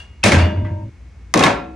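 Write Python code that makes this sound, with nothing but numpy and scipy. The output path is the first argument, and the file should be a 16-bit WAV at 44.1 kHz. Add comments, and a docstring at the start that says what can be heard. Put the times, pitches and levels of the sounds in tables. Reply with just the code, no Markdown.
"""Glass bottles clink faintly, then their wire carrier knocks twice on a wooden table and rocks to rest.
Each landing knocks the wood and excites the damped modes of frame and table; the bottles clink now and
then, and the rocking flexes the table top in deep thumps. The ringing stops abruptly; then a steel axe
lands on the same table and clatters flat.
A small room reverberates and hums; the loudest peaks overload the close microphone a little."""
import sys
import numpy as np
from scipy import signal
from scipy.io import wavfile

SR = 44100
rng = np.random.default_rng(int(sys.argv[2]) if len(sys.argv) > 2 else 0)


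def master(y):
    """Save y as 16-bit WAV."""
    cut = np.clip(np.atleast_2d(y).T, -1, 1)
    pcm = np.round(cut * 32767)  # scale
    wavfile.write(sys.argv[1], SR, pcm.astype(np.int16))


N = 77175
TIME = np.arange(N) / SR
BANDS_HZ = 23.6 * 2 ** (np.arange(29) / 3)

# Impacts of the carrier, and of the axe's head and handle. Each row: start in seconds, level in dB,
# then bass tilt, treble tilt, crack and clack in relative dB, and clack pitch in Hz.
CARRIER_IMPACTS = [(.0, -48, -11, 6, -21, -6.5, 1300), (.238, -13.5, 0.5, 5.5, 4, 3, 5120),
                   (.26, -19, 6.5, 9, -26, 18, 596), (.319, -14.5, 2.5, 0.5, -31, 9, 2182),
                   (.385, -21.5, -14.5, -4, -36, 1, 1650), (.455, -39.5, 18, -35, -37, 15, 1430),
                   (.56, -43, 16.5, -17, -24.5, -3, 706), (.648, -42, 9, -16, -45, 10, 1150)]
AXE_IMPACTS = [(1.3398, -17, 9, 4, 14.5, 4.5, 1053), (1.359, -19, 13, -43, 0, 14.5, 313),
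               (1.3752, -22.5, 2, 8, 7.5, 18, 510), (1.393, -20.5, 15, 7, 6, 7, 3350),
               (1.4068, -14.5, -4, -11, -2, 5, 777), (1.425, -17.5, -8, 2, -15, 9, 2690),
               (1.436, -11, -25, 3.5, -14, 5.5, 3730), (1.4638, -15, 5, -4.5, -18, 8.5, 2160)]
# The table top flexes under the rocking carrier. Each row: start in seconds, level in dB, pitch in Hz.
TABLE_FLEXES = [(0.242, -9, 102), (.33, -5, 87), (.365, -4.5, 89.2), (.423, -3, 85.5), (0.542, -14.5, 92),
                (0.574, -9.5, 93.4), (0.635, -10, 97.2), (0.711, -11, 97), (0.755, -22, 101.5),
                (0.789, -18, 96.2), (0.831, -20.5, 107.4), (0.869, -26, 108.3)]
# Bottles collide. Each row: start in seconds, level in dB, pitch in Hz, 60 dB decay time in seconds.
BOTTLE_CLINKS = [(.0, -36, 2800, 0.16), (.0, -52.5, 2836, 0.63), (0.231, -12, 2601, 0.078),
                 (.385, -39.5, 4560, 0.31), (.4, -34.5, 2820, 0.6), (.44, -37.5, 2917, 0.55),
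                 (.652, -42, 1980, 0.12)]
# Modes of a bottle. Each row: frequency as a multiple of its pitch, relative level in dB.
GLASS_MODES = [(.585, -9), (1, 5), (1.21, -9), (1.62, -14.5), (2.1, -22.5), (2.57, -30.5)]
# Modes of the wire frame, the axe, the table and the hard contact itself.
# Each row: frequency in Hz, relative level in dB, 60 dB decay time in seconds.
FRAME_MODES = [(608, -21, 1.45), (648, -30.5, 1.17), (695, -33.5, 1.3), (917, -32, 2), (966, -38, 2.2),
               (1043, -28.5, 0.76), (1304, -35.5, 0.51), (1596, -22.5, 0.84), (1710, -29, 0.61),
               (1820, -24.5, 0.42), (2160, -14, 0.27), (2315, -22.5, .2), (3230, -30, 0.13),
               (3530, -33, .5)]
AXE_MODES = [(638, -31, 0.56), (723.5, -32, 0.85), (802, -21, 0.16), (940, -37, 1), (934, -20.5, 0.32),
             (1068, -24, 0.38), (1094, -18.5, 0.4), (1370, -31.5, 0.69), (1544, -28, 0.36),
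             (1705, -23, 0.37), (2190, -27.5, 0.32), (2464, -28.5, 0.48), (2567, -33.5, .6),
             (3750, -32, 0.43)]
TABLE_MODES = [(157, -25, 0.18), (199.5, -23, 0.85), (220.2, -27.5, .7), (259.8, -21, 0.37),
               (321.1, -30, 2.02), (339, -19.5, 0.23), (382.5, -34.5, 0.49), (447, -37, 0.76),
               (458, -35.5, 0.16), (566, -20, 0.59)]
CONTACT_MODES = [(703, -11.5, 0.0061), (1190, -8, 0.039), (2030, -3, 0.011), (3700, -6.5, 0.0085),
                 (5380, 10, 0.0017), (6160, 1, 0.003), (9240, -8.5, .003)]
# Spectra of the knocks. Each row: frequency in Hz, relative level in dB per third octave.
CARRIER_SPECTRUM = [(50, -29.5), (100, -7.5), (180, -3.5), (350, -6), (600, -4), (1200, -5), (2300, -1),
                    (3500, -9), (6000, -10.5), (9800, -20), (12000, -38.5)]
AXE_SPECTRUM = [(50, -37), (100, -18), (220, -7.5), (500, -4.5), (1050, -1.5), (1450, -5.5), (2200, -3.5),
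                (3100, -9.5), (3900, -9), (6500, -13.5), (9800, -23), (12000, -30)]
# Reverberation of the room. Each row: frequency in Hz, 60 dB decay time in seconds.
REVERB_T60 = [(100, .5), (300, 0.47), (1000, .42), (2500, .37), (5000, 0.29), (10000, 0.2)]
# Stereo width. Each row: frequency in Hz, side minus mid in dB.
STEREO_WIDTH = [(60, -18.5), (150, -27.5), (350, -13.5), (700, -1), (1400, -11), (2800, -5.5), (5600, -7.5),
                (10000, 10)]
# Stereo balance. Each row: frequency in Hz, left minus right in dB.
STEREO_BALANCE = [(60, 0.8), (150, 0.9), (350, 2.5), (700, 1.4), (1400, 0), (2800, 0.6), (5600, -0.5)]
# The room's steady noise. Each row: frequency in Hz, level in dB per third octave.
NOISE_SPECTRUM = [(25, -69.5), (45, -76.5), (62, -40), (85, -50), (160, -59.5), (320, -63.5), (600, -70),
                  (1600, -68.5), (2200, -65.5), (3200, -74), (6300, -73), (9500, -84), (12000, -105)]
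# Tones of the hum. Each row: frequency in Hz, rms level in dB.
HUM_TONES = [(59.5, -43.5), (339, -82), (2186, -67.5)]


def carrier(frame_db=9, table_db=8, rock_table_db=-3, fade_from_s=.83, fade_db_per_s=253):
    """Impact excitation: each landing sets frame and table ringing; the frame's ring ends quickly."""
    wood = knocks(CARRIER_IMPACTS, CARRIER_SPECTRUM, knock_t60=.033, room_db=-5.5)
    landings = CARRIER_IMPACTS[1:]   # the first jostle happens in the air
    fade_db = fade_db_per_s * np.maximum(TIME - fade_from_s, 0)
    frame = from_db(frame_db - fade_db) * struck(landings, FRAME_MODES)
    # Rocking is too soft a contact to excite the table's higher modes much.
    soft_contact = signal.butter(2, 263, fs=SR, output="sos")
    rocked = signal.sosfilt(soft_contact, struck(TABLE_FLEXES, TABLE_MODES))
    table = from_db(table_db) * struck(landings, TABLE_MODES) + from_db(rock_table_db) * rocked
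    return wood + cracks(landings) + frame + table + clinks() + rocking()


def axe(steel_db=10, table_db=9):
    """Action and reaction: each blow of the clatter excites both the steel and the table."""
    wood = knocks(AXE_IMPACTS, AXE_SPECTRUM, knock_t60=.041, room_db=-9.5)
    steel = from_db(steel_db) * struck(AXE_IMPACTS, AXE_MODES)
    table = from_db(table_db) * struck(AXE_IMPACTS, TABLE_MODES)
    return wood + cracks(AXE_IMPACTS) + steel + table


def knocks(hits, spectrum, knock_t60, room_db, room_build_s=.0091, bass_hz=640, treble_hz=1910):
    """Modal overlap: dense wood modes merge into a burst of noise, followed by the room's tail."""
    out = np.zeros((2, N))
    starts, db, bass_db, treble_db = np.transpose(hits)[:4]
    build = np.exp(-1 / (room_build_s * SR))
    for hz in BANDS_HZ[3:-1]:
        low, high = np.clip([np.log2(bass_hz / hz), np.log2(hz / treble_hz) / 2], 0, 1)
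        band_db = db + low * bass_db + high * treble_db + at_hz(spectrum, hz)
        energy = np.zeros(N)
        energy[(starts * SR).astype(int)] = from_db(band_db) ** 2
        tail = signal.lfilter([1 - build], [1, -build], dissipate(energy, at_hz(REVERB_T60, hz)))
        envelope = np.sqrt(dissipate(energy, knock_t60) + from_db(room_db) ** 2 * tail)
        mid, side = third_octave(envelope * rng.standard_normal((2, N)), hz)
        out += stereo(mid, side, hz)
    return signal.sosfilt(signal.ellip(8, .5, 60, 10200, fs=SR, output="sos"), out)


def cracks(hits, snap_db=2, clack_rise_s=.0006, clack_t60=.034):
    """Contact transients: a hard blow gives a broad crack and a short clack of the part that hits."""
    contacts = [(start, db + crack_db + snap_db) for start, db, _, _, crack_db, _, _ in hits]
    out = struck(contacts, CONTACT_MODES, rise_s=.00018, wavering=False)
    for start, db, _, _, _, clack_db, hz in hits:
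        envelope = decay(start, clack_t60) - decay(start, clack_rise_s * np.log(1000))
        out += from_db(db + clack_db) * envelope * np.sin(2 * np.pi * hz * (TIME - start))
    return out


def rocking(rise_s=.0051, t60=.28, low_cut_hz=48):
    """Flexural vibration: the table top thumps, on the whole weaker and higher as the carrier settles."""
    out = np.zeros(N)
    for start, db, hz in TABLE_FLEXES:
        age = np.maximum(TIME - start, 0)
        envelope = (1 - np.exp(-age / rise_s)) * decay(start, t60)
        out += from_db(db) * envelope * np.sin(2 * np.pi * hz * age)
    return signal.sosfilt(signal.butter(2, low_cut_hz, "high", fs=SR, output="sos"), out)


def clinks():
    """Similarity: the bottles share their mode ratios, each at a pitch of its own."""
    out = np.zeros((2, N))
    for start, db, hz, t60 in BOTTLE_CLINKS:
        modes = [(hz * ratio, mode_db, t60) for ratio, mode_db in GLASS_MODES]
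        out += struck([(start, db)], modes, rise_s=.0032)
    return out


def struck(hits, modes, rise_s=.0022, uneven_db=1, wavering=True):
    """Modal superposition: each blow excites the given resonances with slightly random strengths."""
    out = np.zeros((2, N))
    starts, db = np.transpose(hits)[:2]
    onsets = np.clip(starts * SR, 0, N - 1).astype(int)
    rise = np.exp(-1 / (rise_s * SR))
    for hz, mode_db, t60 in modes:
        impulses = np.zeros(N)
        impulses[onsets] = from_db(db + mode_db + uneven_db * rng.standard_normal(len(starts)))
        pole = np.exp((-np.log(1000) / t60 + 2j * np.pi * hz) / SR)
        ring = signal.lfilter([1 - rise], np.poly([pole, pole * rise]), impulses + 1e-18)
        if wavering:
            ring *= waver()
        out += stereo(ring.imag, ring.real * rng.choice([-1, 1]), hz)
    return out


def waver(depth=.46, corner_hz=7.8, step=100):
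    """Random modulation: a complex gain drifts around 1, varying a mode's amplitude and phase."""
    grid = np.arange(0, N + step, step)
    pole = np.exp(-2 * np.pi * corner_hz * step / SR)
    noise = rng.standard_normal((2, 2 * len(grid)))
    slow = signal.lfilter([1], [1, -2 * pole, pole ** 2], noise)[:, len(grid):]
    drift = np.interp(np.arange(N), grid, slow[0] + 1j * slow[1])
    return 1 + depth * drift / np.sqrt(2 * np.mean(slow ** 2))


def background():
    """Stationary sound: broadband room noise lies under the pure tones of a hum."""
    air = np.zeros((2, N))
    for hz in BANDS_HZ:
        mid, side = third_octave(rng.standard_normal((2, N + SR // 2)), hz)[:, -N:]
        air += from_db(at_hz(NOISE_SPECTRUM, hz)) * stereo(mid, side, hz)
    hum = sum(from_db(db) * np.sin(2 * np.pi * (hz * TIME + rng.random())) for hz, db in HUM_TONES)
    return air + np.sqrt(2) * hum


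def decay(start, t60):
    """Exponential damping: amplitude starts at 1 and falls 60 dB every t60 seconds."""
    return (TIME >= start) * from_db(-60 * np.clip((TIME - start) / t60, 0, 4))


def dissipate(energy, t60):
    """Leaky integration: the energy of the blows adds up and drains by 60 dB every t60 seconds."""
    return signal.lfilter([1], [1, -np.exp(-2 * np.log(1000) / t60 / SR)], energy + 1e-18)


def stereo(mid, side, hz):
    """Mid-side stereo: sum and difference give left and right, widest in the high treble."""
    sign = np.array([[1], [-1]])
    balance = from_db(sign * at_hz(STEREO_BALANCE, hz) / 2)
    return (mid + from_db(at_hz(STEREO_WIDTH, hz)) * side * sign) * balance


def third_octave(x, hz):
    """Constant-Q filtering: one third-octave band, scaled to keep unit white noise at rms 1."""
    low, high = hz / 2 ** (1 / 6), hz * 2 ** (1 / 6)
    sos = signal.butter(3, [low, high], "band", fs=SR, output="sos")
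    return signal.sosfilt(sos, x + 1e-18) * np.sqrt(SR / 2 / (high - low))


def at_hz(points, hz):
    """Logarithmic interpolation: a table is read on an axis of equal octaves."""
    frequencies, values = np.transpose(points)
    return np.interp(np.log(hz), np.log(frequencies), values)


def from_db(db):
    """The decibel scale: 20 dB is a factor of ten in amplitude."""
    return 10 ** (np.asarray(db) / 20)


def scene(stop_s=.896, stop_fade_s=.002):
    """Superposition: the carrier, which stops abruptly, and then the axe add to the background."""
    gate = np.clip((stop_s - TIME) / stop_fade_s, 0, 1)
    return carrier() * gate + axe() + background()


def record(dry, ceiling=.83, knee=3.7, stopband_hz=17300):
    """Saturation: the overloaded microphone rounds the peaks; a low-pass removes the highest treble."""
    rounded = dry / (1 + np.abs(dry / ceiling) ** knee) ** (1 / knee)
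    return signal.sosfilt(signal.cheby2(12, 70, stopband_hz, fs=SR, output="sos"), rounded)


dry = scene()
out = record(dry)
master(out)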